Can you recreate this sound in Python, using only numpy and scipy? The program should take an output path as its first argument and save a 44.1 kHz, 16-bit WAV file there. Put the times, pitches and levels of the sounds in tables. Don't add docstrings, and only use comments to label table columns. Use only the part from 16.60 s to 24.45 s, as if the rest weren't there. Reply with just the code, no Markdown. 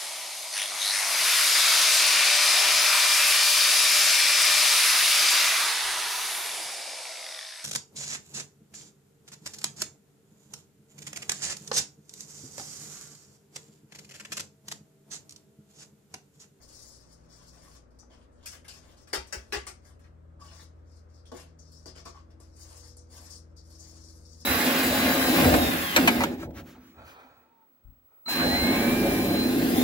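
import sys
import numpy as np
from scipy import signal
from scipy.fft import rfft, irfft, next_fast_len
from scipy.io import wavfile

SR = 44100
rng = np.random.default_rng(int(sys.argv[2]) if len(sys.argv) > 2 else 0)


def nominal_scale(level):
    x = np.asarray(level, float) / 20
    return 10 ** x


def transcribe(u):
    v = np.clip(np.atleast_2d(u).T, -1, 1)
    q = np.round(v * 32767).astype(np.int16)
    wavfile.write(sys.argv[1], SR, q)


N = 346185
POT_DOWN_S = 4


# (time [s], length [s], grit [dB],
# fine sand over grit [dB], crumbs [dB])
STROKES = [(0.0, 0.029, -59.5, -3, -61), (0.022, 0.33, -55, -3.5, -63.5), (0.32, 0.22, -63.5, -4, -68),
           (0.548, 0.14, -74, -5, -68), (0.659, 0.23, -59.5, -6.5, -62), (0.884, 0.29, -64, -3.5, -57),
           (1.292, .08, -82.5, -7, -88), (1.491, 0.047, -63, -16, -58.5), (1.543, 0.087, -82, 0.5, -62),
           (1.7, 0.14, -80.5, -2, -68.5), (1.824, 0.028, -64, -19, -59.5), (1.858, 0.086, -63, 8.5, -73),
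           (2.075, 0.033, -54.5, -27, -74), (2.107, 0.069, -59.5, -3.5, -59), (2.198, .13, -71.5, 3, -59.5),
           (2.358, 0.064, -63, -6.5, -63.5), (2.466, 0.14, -86, -3, -57.5), (2.533, 0.55, -71.5, -3, -62.5),
           (3.2, 0.12, -75, -0.5, -64), (3.385, 0.07, -76, -8, -73), (3.788, 0.087, -61, -6, -55),
           (3.878, 0.15, -59, -2.5, -53), (4.1, .15, -90, -11, -78), (4.243, 0.15, -74, -12, -78),
           (4.298, 0.065, -71.5, -12, -80), (4.473, 0.12, -74, -13, -76), (4.543, 0.06, -74, -13, -78),
           (4.648, 0.031, -64.5, -17, -71), (4.727, 0.09, -65, 4.5, -49), (4.83, 0.056, -72.5, -10, -66.5),
          (4.97, 0.11, -66, -23, -83), (5.077, 0.17, -65.5, -7, -78), (5.254, 0.021, -50, -9, -50),
          (5.343, 0.048, -58.5, -15, -50.5), (5.448, 0.028, -50.5, -12, -47.5),
          (5.536, 0.052, -66.5, -20, -61), (5.695, 0.021, -75.5, -11, -66), (5.791, 0.042, -67, -5.5, -61),
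          (5.83, 0.15, -72.5, -9, -86), (5.922, 0.34, -58, -1, -57), (6.27, 0.053, -62.5, -13, -91),
          (6.37, 0.14, -74, -15, -92), (6.473, 0.2, -57, -2, -55.5), (6.686, 0.072, -52.5, -2.5, -61),
          (6.89, 0.019, -73.5, -29, -94), (6.957, 0.036, -60.5, -23, -77), (6.977, 0.6, -58.5, -8, -69.5),
          (7.183, 0.19, -59.5, -3.5, -61.5), (7.44, 0.25, -64, -3.5, -81), (7.685, .14, -61.5, -6.5, -73),
          (7.793, 0.07, -58, -14, -67)]
# (frequency [Hz], density [dB per Hz])
GRIT = [(3900, -7.5), (4400, -4.5), (5000, 7.5), (5700, 4.5), (6600, -3.5)]
# (frequency [Hz], density [dB per Hz])
DUST = [(6500, 0.5), (7500, -15.5), (8600, -4), (9500, -6), (11000, -5), (12200, -29.5), (14000, -15.5),
        (15800, -11.5)]
# (frequency [Hz], density [dB per Hz])
CRUMBS = [(600, 11.5), (900, -0.5), (1200, 6.5), (1700, 7.5), (2400, -5), (3200, 6.5), (4200, -0.5)]


def rubbing():
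    s, length, grit_db, sand_db, crumbs_db = np.transpose(STROKES)
    drag, sift, drop = [
        strokes(s, length, db, rise_share=0.22, sag_db_per_s=6, fall_db_per_s=500)
        for db in (grit_db, grit_db + sand_db, crumbs_db)]
    slips = nominal_scale(2.0 * drift(34))
    grit = scatter(grains(5000 * slips, spread_db=3.5), GRIT, cycles=7, patchy_db=2.5, count=9)
    dust = scatter(grains(8000 * slips, spread_db=3.0), DUST, cycles=18, patchy_db=-3.5, count=13)
    falling = grains(3000 * nominal_scale(3.4 * drift(16)), spread_db=3.0)
    crumbs = drop * scatter(falling, CRUMBS, cycles=7, patchy_db=2.5, count=12)
    cavity = nominal_scale(-35.5) * ring(crumbs, hz=1170, t60=0.023)
    hiss = drag * above(grit, hz=4230, order=6) + nominal_scale(3.0) * sift * above(dust, hz=5520)
    return nominal_scale(-2.5) * slips * hiss + nominal_scale(-7.0) * above(crumbs + cavity, hz=556)


# (time [s], rattle [dB], grit spray [dB], clack pitch [Hz], contact length [s])
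BOWL_BLOWS = [(1.074, -81, -83, 1210, .01), (1.387, -71, -56.5, 953, 0.003), (1.425, -63, -88, 1010, 0.003),
              (1.515, -65, -77, 910, .011), (1.857, -41, -41, 2470, 0.015), (1.924, -46, -60, 3100, 0.021),
              (2.044, -50, -64.5, 1330, 0.013), (2.08, -42, -50, 1700, 0.0095),
              (2.471, -54, -61, 1160, 0.017), (2.53, -19.5, -30.5, 1505, 0.0054),
              (2.543, -26, -38, 1370, 0.005), (2.669, -68, -54.5, 1230, 0.008),
              (2.724, -27, -35.5, 1860, 0.0078), (2.923, -22.5, -37.5, 1680, .014),
              (2.946, -36, -48.5, 1990, 0.0099), (3.066, -35, -41, 1450, 0.011),
              (3.247, -60.5, -66, 1606, 0.03), (3.391, -62, -70, 1663, 0.0095),
              (3.439, -56.5, -81, 1613, 0.016)]
# (time [s], rattle [dB], table boom [dB], grit spray [dB])
TABLE_BLOWS = [(4.655, -67, -81, -66), (4.716, -38.5, -35.5, -53.5), (4.767, -61, -63, -51),
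               (4.988, -74, -82, -63), (5.118, -72, -75, -55.5), (5.257, -53, -43.5, -54),
               (5.359, -50, -50.5, -61), (5.452, -40, -43.5, -49.5), (5.703, -54.5, -59, -73),
               (5.8, -62, -56.5, -55), (5.964, -73, -74, -59), (6.367, -80, -57.5, -51.5),
               (6.5, -64, -66, -62), (6.964, -83, -75, -60), (7.199, -75, -57, -51)]
# (frequency [Hz], density [dB per Hz])
SPRAY = [(700, 8.5), (1200, -20), (1700, 3.5), (2500, 1), (3500, 2.5), (4200, -34), (5100, 2),
         (7000, -10.5), (9000, 1), (12000, -9.5), (15800, -14)]
# (frequency [Hz], level [dB], t60 [s])
RIM = [(1170, -2.5, 0.37), (1280, -3.5, 0.072), (1663, 3, 0.29), (1640, 0.5, 0.36), (1965, 2.5, 0.12),
       (1930, -4.5, 0.15), (2393, -9.5, 0.16), (3110, -9, .15), (4220, -4, 0.29), (4730, -6, 0.17),
       (5600, 4, 0.04)]
# (frequency [Hz], level [dB], t60 [s])
BODY = [(203.5, -12, 0.16), (265, -19, 0.11), (375, 3.5, 0.1), (423.6, 2, 0.11), (501, 2, 0.089),
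        (600, 1, 0.084), (670, -10, 0.14), (725, -7, 0.088), (835, 1, 0.1)]
# (frequency [Hz], level [dB], t60 [s])
TABLE = [(202, -19, 0.18), (268.5, -3.5, 0.087), (368, -1, 0.099), (485, 0, 0.092), (638, 0.5, 0.049),
         (677, -1.5, 0.092), (816, 3, 0.018), (1150, -4.5, 0.053), (1400, -7, 0.042)]
BOOM_DB, BOOM_PER_RATTLE, HARD_BLOW_DB = -35.5, 1.87, -24


def knocks():
    nudge_hz, nudge_s = 1120, 0.005
    bowl_rows = [
        (s, db, BOOM_DB + BOOM_PER_RATTLE * min(db - HARD_BLOW_DB, 0), spray, hz, length)
        for s, db, spray, hz, length in BOWL_BLOWS]
    table_rows = [(*row, nudge_hz, nudge_s) for row in TABLE_BLOWS]
    s, rattle_db, body_db, spray_db, pitch_hz, length = np.transpose(bowl_rows + table_rows)
    rattle, spray = [bursts(s, db, length, rise_s=0.0013) for db in (rattle_db, spray_db)]

    low_spray = [p for p in SPRAY if p[0] < 4000]
    high_spray = [p for p in SPRAY if p[0] > 4000]
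    broad = scatter(grains(20000, spread_db=1.0) * rattle, low_spray, cycles=8.2, patchy_db=3.5, count=12)
    fine = scatter(grains(33000, spread_db=-12.0) * spray, high_spray, cycles=17.4, patchy_db=4, count=16)

    on_table = np.arange(N) > POT_DOWN_S * SR
    rim = nominal_scale(-35.0) * struck(rattle * ~on_table, RIM, shorten=0.17, per_s=1300)
    plastic = clacks(s, rattle_db - 23.0, pitch_hz, length, cycles=21.0, rise_s=0.0024)
    in_bowl, at_table = s < POT_DOWN_S, s > POT_DOWN_S
    bowl = nominal_scale(3.0) * boomed(s[in_bowl], body_db[in_bowl], BODY)
    table = nominal_scale(1.5) * boomed(s[at_table], body_db[at_table], TABLE)

    clatter = above(nominal_scale(-5.5) * broad + rim + plastic, hz=630)
    return clatter + nominal_scale(5.5) * above(fine, hz=4070, order=8) + above(bowl + table, hz=168.5)


# (time [s], level [dB], pitch [Hz], rub length [s])
POT = [
    (3.79, -57, 1144, 0.026),
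    (4.652, -58, 3260, 0.0093),
    (5.456, -41.5, 1140, 0.0053),
    (5.542, -54, 1136, 0.019),
]
# (time [s], level [dB], pitch [Hz], length [s])
LUMPS = [(1.387, -53, 6090, 0.012), (1.39, -70, 5100, 0.0066), (2.08, -49.5, 4730, 0.018),
         (2.529, -31.5, 4580, 0.013), (2.538, -38, 5250, 0.0092), (2.53, -33, 3830, .012),
         (2.533, -35.5, 3050, .016), (2.725, -48, 15000, .025), (1.5, -63, 3000, 0.022),
         (2.919, -41, 4830, .012), (2.927, -43, 2850, 0.013), (2.94, -45.5, 6830, 0.021),
         (3.88, -56, 2940, 0.011), (3.911, -55, 4200, .008), (3.96, -54.5, 5150, 0.012),
         (3.99, -56, 3980, 0.019), (4.002, -58, 5300, 0.012), (4.788, -54, 2770, 0.011),
         (4.79, -56.5, 4760, 0.012), (2.104, -54, 2700, 0.016), (4.315, -67, 5100, 0.014),
         (4.574, -65, 4950, .015), (4.987, -55, 6000, 0.016), (5.05, -58, 5230, 0.011),
         (5.118, -54, 5100, 0.0092), (5.121, -60, 7000, .008), (5.164, -58.5, 5430, 0.014),
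         (5.27, -49, 4800, .012), (6.376, -53.5, 6040, 0.011), (6.727, -58, 5300, .015),
         (6.965, -57, 5070, 0.014), (7.191, -49, 6700, 0.016), (7.818, -58, 5130, 0.011)]


def pot_and_lumps():
    s, db, hz, length = np.transpose(POT + LUMPS)
    cycles = [34] * len(POT) + [18] * len(LUMPS)
    return clacks(s, db - 10, hz, length, cycles, rise_s=.004)


# (time [s], level [dB],
# pitch [Hz], t60 [s])
PINGS = [(1.058, -53, 1150, .06), (1.08, -47, 1115, .05), (1.431, -47.5, 851, 0.023),
         (1.431, -49.5, 1230, 0.017), (3.814, -43, 1134, 0.2), (3.822, -49, 1170, .12),
         (3.815, -52, 4920, 0.1), (3.83, -56, 5100, .06), (5.458, -52, 1140, 0.14),
         (5.47, -47.5, 1150, .08), (5.552, -57, 1130, .1), (5.575, -55, 1135, .08),
         (1.862, -41, 2460, 0.095), (1.92, -49, 3010, .1), (2.533, -35, 587, .09), (2.536, -35, 502, 0.12),
         (2.544, -34, 1390, .06), (2.926, -38, 1138, .15), (2.925, -36, 431, .14), (2.926, -33, 1594, .07),
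         (2.926, -40, 1420, .1), (2.726, -45, 600, .07), (3.07, -51, 390, .16), (3.07, -38, 1150, 0.055),
         (5.258, -53, 520, 0.065), (5.258, -52, 990, .05), (5.259, -49, 1450, .04),
         (5.455, -47, 483, 0.062), (4.718, -43, 270, 0.075), (4.719, -35, 495, 0.12),
         (4.718, -43, 830, .06), (4.718, -47, 1075, .07), (4.718, -49, 1430, .05), (5.553, -51, 810, 0.078)]
# (time [s], level [dB], pitch [Hz], t60 [s])
RINGS = [(2.532, -37, 1300, .08), (2.538, -38, 1350, .07), (2.54, -41.5, 1233, .15),
         (2.536, -38, 2390, .12), (2.532, -38, 670, 0.067), (2.534, -42, 382, 0.17),
         (2.545, -41, 920, 0.18), (2.725, -42, 1970, 0.063), (2.738, -42.5, 1500, 0.119),
         (2.726, -46, 550, 0.16), (2.926, -38, 409, 0.2), (2.926, -38, 372, 0.16), (3.07, -52, 360, 0.13),
         (2.5, -52, 5000, 0.026), (2.925, -29, 814, 0.067), (2.935, -41.5, 1141, 0.17),
         (2.925, -37.5, 1405, .12), (2.925, -33.5, 1653, 0.13), (2.935, -35, 2000, .08),
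         (2.925, -39, 2700, .1), (2.925, -44, 2826, .1), (2.925, -43, 1900, .08), (3.07, -47, 1400, 0.072),
         (3.085, -49.5, 760, .1)]
# (time [s], level [dB], pitch [Hz], t60 [s])
CRACKS = [
    (2.536, -13, 3000, .0012),
    (2.9245, -13, 2200, .0018),
]


def pings(rows):
    out = np.zeros(N)
    for s, db, hz, t60 in rows:
        t = np.arange(int(t60 * SR) + 2) / SR
        rise = 1 - np.exp(-t / (0.014 * t60))
        start = int(s * SR)
        out[start:start + len(t)] += nominal_scale(db - 60 * t / t60) * rise * np.sin(2 * np.pi * hz * t)
    return out


# (time [s], level [dB])
THUDS = [
    (2.575, -32.5),
    (2.767, -32.5),
    (2.967, -30.5),
    (4.76, -43),
]


def thuds():
    s, db = np.transpose(THUDS)
    push = bursts(s, db - 39.5, np.full(len(s), .003), rise_s=0.00057)
    return above(ring(push, hz=64.7, t60=0.24), hz=42.4, order=2)


# (time [s], level [dB])
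MOTOR = [(0.0, -78), (1.27, -74.5), (1.84, -59.5), (2.03, -59.5), (2.45, -65), (3.15, -60), (3.6, -53.5),
         (4.29, -52.5), (5.0, -55), (7.85, -52.5)]
# (multiple of motor pitch [1], level [dB])
MOTOR_REST = [(3, -78), (5, -86.5), (6, -83)]
# (time [s], length [s], multiple of motor pitch [1], level [dB])
BUZZES = [(0.25, 0.81, 2, -66), (1.8, 0.4, 2, -69.5), (2.4, 2.1, 2, -74.5), (3.294, 0.71, 2, -65.5),
          (4.418, 1.06, 2, -64), (5.896, 2.6, 2, -66.5), (0.0, 2, 4, -77.5), (3.5, 0.71, 4, -72.5),
          (5.58, 1.33, 4, -69), (5.5, 0.41, 4, -67.5), (6.9, 0.64, 4, -64), (6, 0.72, 3, -68),
          (7, 1.04, 3, -67), (6.0, 0.46, 6, -71), (7.4, .5, 6, -73)]
# (frequency [Hz], level [dB])
MAINS = [(59.2, -63), (119.9, -70)]


def hum():
    t = np.arange(N) / SR
    load_db = np.interp(t, *np.transpose(MOTOR))
    s, length, multiple, buzz_db = np.transpose(BUZZES)
    orders = [(1, nominal_scale(load_db))]
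    for k in np.unique(multiple):
        same = multiple == k
        gain = strokes(s[same], length[same], buzz_db[same],
                       rise_share=0.36, sag_db_per_s=0, fall_db_per_s=50)
        orders.append((k, gain))
    orders += [(k, nominal_scale(db + 4.0 * drift(.8))) for k, db in MOTOR_REST]
    motor_hz = 81 + 0.1513 * drift(1.73)
    turn = 2 * np.pi * np.cumsum(motor_hz) / SR
    motor = sum(gain * np.sin(k * turn + rng.uniform(0, 5.84)) for k, gain in orders)
    mains = sum(nominal_scale(db + 2.4 * drift(0.87)) * np.sin(2 * np.pi * f * t + 0.36 * drift(0.36))
                for f, db in MAINS)
    return np.sqrt(2) * (motor + mains) * nominal_scale(np.array([[1.1], [-1.1]]))


# (frequency [Hz], level [dB])
AIR = [(12, -8), (20, -15.5), (66, -1), (100, -7.5), (164, -11), (249, -7.5), (421, -13.5), (571, -10),
       (733, -19.5), (1270, -21), (2770, -39), (5090, -44.5), (8860, -44.5), (10200, -90.5), (11400, -47),
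       (15000, -87.5)]
# (frequency [Hz], correlation [1])
LIKENESS = [(40, 0.74), (125, 0.37), (300, 0.42), (620, 0.4), (1050, 0.46), (1700, .2), (2600, .03),
            (5000, 0.028)]
# (frequency [Hz], lead of the left [rad])
AIR_PHASE = [(300, 0), (620, -2.0), (1050, -3), (1700, -0.5), (2600, .1)]


def air():
    hz = np.fft.rfftfreq(N, 1 / SR)
    sides = np.array([[1], [-1]])
    mid, side = rfft(rng.standard_normal((2, N))) * nominal_scale(at_hz(AIR, hz))
    alike = np.clip(at_hz(LIKENESS, hz), 0, 1)
    both = np.sqrt(1 + alike) * mid + np.sqrt(1 - alike) * side * sides
    both = both * np.exp(.5j * sides * at_hz(AIR_PHASE, hz))
    level = nominal_scale(-60 + .5 * drift(0.39))
    return level * rms_one(irfft(both, N)) * nominal_scale(1.2 * sides)


# (frequency [Hz], t60 [s])
ROOM = [(150, 0.26), (500, 0.2), (2000, 0.27), (6000, 0.17), (14000, 0.063)]
# (frequency [Hz], level [dB])
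WET = [(150, 4), (1000, 0.5), (4000, -1), (8000, 0.5), (14000, -8.5)]
# (frequency [Hz], shared part [1])
ECHO_ALIKE = [(150, .6), (350, 0.29), (700, .01)]
# (frequency [Hz], left over right [dB])
PORTS = [(200, 1.5), (500, 3.5), (1000, 4.5), (2200, 3.5), (3500, 3), (4800, 10.5), (6200, 9.5),
         (7500, 7.5), (9500, 1)]


def room(far, close):
    t = np.arange(SR // 2) / SR
    tails = 0
    for low in 100 * 2. ** np.arange(8):
        band = signal.butter(2, [low, min(2 * low, .45 * SR)], "band", fs=SR, output="sos")
        t60 = at_hz(ROOM, 0.93 * low)
        noise = signal.sosfilt(band, rng.standard_normal((2, 2, len(t))))
        tails = tails + noise * nominal_scale(-60 * t / t60) / np.sqrt(t60)
    tails = tails * (1 - np.exp(-(t / 0.0035) ** 2))
    tails = nominal_scale(2.0) * tails / np.sqrt(np.sum(tails ** 2, axis=-1, keepdims=True))
    near = rng.standard_normal((2, 2, len(t))) * nominal_scale(-60 * t / 0.013)
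    tails = tails + nominal_scale(-2) * near / np.sqrt(np.sum(near ** 2, axis=-1, keepdims=True))

    x = far + nominal_scale(-6) * close
    size = next_fast_len(N + len(t))
    hz = np.fft.rfftfreq(size, 1 / SR)
    place = 2 * np.pi * 4 * np.arange(N) / SR
    wet = rfft(x * np.cos(place), size) * rfft(tails[0], size)
    wet = wet + rfft(x * np.sin(place), size) * rfft(tails[1], size)
    alike = np.clip(at_hz(ECHO_ALIKE, hz), 0, 1)
    wet = (1 - alike) * wet + alike * wet[0]
    wet = wet * nominal_scale(at_hz(WET, hz))

    direct = rfft(close, size) + rfft(far, size) * nominal_scale(-4)
    late_s = np.array([[0], [7e-5]])
    colour = nominal_scale(np.array([[.5], [-.5]]) * at_hz(PORTS, hz))
    ports = colour * np.exp(-2j * np.pi * hz * late_s)
    return irfft((direct + wet) * ports, size)[:, :N] * nominal_scale(-3.0)


def strokes(starts, lengths, levels_db, rise_share, sag_db_per_s, fall_db_per_s):
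    hop = 16
    power = np.zeros(N // hop + 1)
    for s, length, db in zip(starts, lengths, levels_db):
        t = np.arange(len(power)) * hop / SR - s
        swell = np.clip(t / (rise_share * length), 0, 1) ** 2
        held_db = db - sag_db_per_s * t - fall_db_per_s * np.maximum(t - length, 0)
        power += swell ** 2 * nominal_scale(2 * held_db.clip(-200, 0))
    return np.interp(np.arange(N) / hop, np.arange(len(power)), np.sqrt(power))


def bursts(starts, levels_db, lengths, rise_s):
    out = np.zeros(N)
    for s, db, length in zip(starts, levels_db, lengths):
        start, fall_s = int(s * SR), max(length, .002)
        t = np.arange(min(int(8 * fall_s * SR), N - start)) / SR
        out[start:start + len(t)] += nominal_scale(db) * (1 - np.exp(-t / rise_s)) * np.exp(-t / fall_s)
    return out


def struck(envelope, modes, shorten, per_s):
    contacts = grains(per_s, spread_db=-1.0)
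    return sum(nominal_scale(db) * ring(envelope * np.roll(contacts, rng.integers(N)), hz, shorten * t60)
               for hz, db, t60 in modes)


def clacks(starts, levels_db, pitches_hz, lengths, cycles, rise_s):
    out, rough = np.zeros(N), grains(5400, spread_db=4.0)
    cycles = np.broadcast_to(cycles, len(starts))
    for s, db, hz, length, turns in zip(starts, levels_db, pitches_hz, lengths, cycles):
        here = slice(int(s * SR), int((s + .25) * SR))
        contact = (rough * bursts([s], [db], [length], rise_s))[here]
        out[here] += above(ring(contact, hz, turns / hz), hz=0.78 * hz) * np.sqrt(hz / 1000)
    return out


def boomed(starts, levels_db, modes):
    push = bursts(starts, levels_db, np.zeros(len(starts)), rise_s=0.00045)
    push = np.diff(push, prepend=0)
    return sum((-1) ** k * nominal_scale(db) * ring(push, hz, t60) for k, (hz, db, t60) in enumerate(modes))


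def scatter(clicks, spectrum, cycles, patchy_db, count):
    pitches = np.geomspace(spectrum[0][0], spectrum[-1][0], count)
    dealt = rng.integers(0, count, N)
    power = nominal_scale(2 * at_hz(spectrum, pitches)) * pitches
    share = power / power.sum()
    heights = np.sqrt(share * count * 4 * np.log(1000) * pitches / (cycles * SR))
    out = np.zeros(N)
    for k, (hz, height) in enumerate(zip(pitches, heights)):
        flicker = nominal_scale(patchy_db * drift(12.0))
        out += height * flicker * ring(clicks * (dealt == k), hz, cycles / hz)
    return out


def grains(per_s, spread_db):
    sizes = nominal_scale(spread_db * np.minimum(rng.exponential(1, N), 5)) * rng.choice([-1, 1], N)
    return rms_one(sizes * (rng.random(N) < per_s / SR))


def ring(x, hz, t60):
    r, w = nominal_scale(-60 / (t60 * SR)), 2 * np.pi * hz / SR
    return signal.lfilter([0, np.sin(w)], [1, -2 * r * np.cos(w), r * r], x + 1e-18)


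def drift(rate):
    r = np.exp(-80 * np.pi * rate / SR)
    noise = rng.standard_normal(N // 40 + 2002)
    slow = signal.lfilter([1], [1, -2 * r, r * r], noise)[2000:]
    return np.interp(np.arange(N) / 40, np.arange(len(slow)), rms_one(slow))


def above(x, hz, order=4):
    return signal.sosfilt(signal.butter(order, hz, "high", fs=SR, output="sos"), x)


def at_hz(points, hz):
    points = np.array(points)
    return np.interp(np.log(hz + 1), np.log(points[:, 0]), points[:, 1])


def rms_one(x):
    return x / np.sqrt(np.mean(x ** 2) + 1e-20)


def scene():
    far = rubbing() + knocks() + pot_and_lumps() + pings(RINGS)
    close = pings(PINGS + CRACKS)
    return room(far, close) + thuds() + hum() + air()


def roll_off(x):
    return signal.sosfilt(signal.butter(12, 17120, fs=SR, output="sos"), x)


# (from frequency [Hz], chance in phase [1], chance empty [1])
JOINED = [(9600, .01, 0), (10350, .08, 0), (10700, .72, .03), (11350, .97, .1), (12000, .98, .4),
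          (12500, .75, .6), (13100, .02, .4), (13800, .01, .1), (14500, .65, .15), (15150, .99, .2),
          (15800, 1, 1)]


def record(dry):
    hz, frames, (left, right) = signal.stft(dry, SR, nperseg=512)
    edges, in_phase, empty = np.transpose(JOINED)
    luck = rng.random((2, len(edges), len(frames) // 4 + 1))
    luck = np.repeat(luck, 4, axis=-1)[..., :len(frames)]
    band = np.searchsorted(edges, hz) - 1
    treble = hz[:, None] > edges[0]
    kept = (luck[0] > empty[:, None])[band]
    sign = np.where(luck[1] < in_phase[:, None], 1, -1)[band]
    left = np.where(treble, nominal_scale(-0.5) * left * kept, left)
    right = np.where(treble, left * sign, right)

    starved = rng.random((len(hz) // 2 + 1, len(frames) // 12 + 1)) < .06
    starved = np.kron(starved, np.ones((2, 12)))[:len(hz), :len(frames)]
    starved = starved * ((hz > 1750) & (hz < 3700))[:, None]
    both = np.array([left, right]) * nominal_scale(-40 * starved)
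    mix = signal.istft(both, SR, nperseg=512)[1][:, :N]
    return roll_off(mix)


dry = scene()
out = record(dry)
transcribe(out)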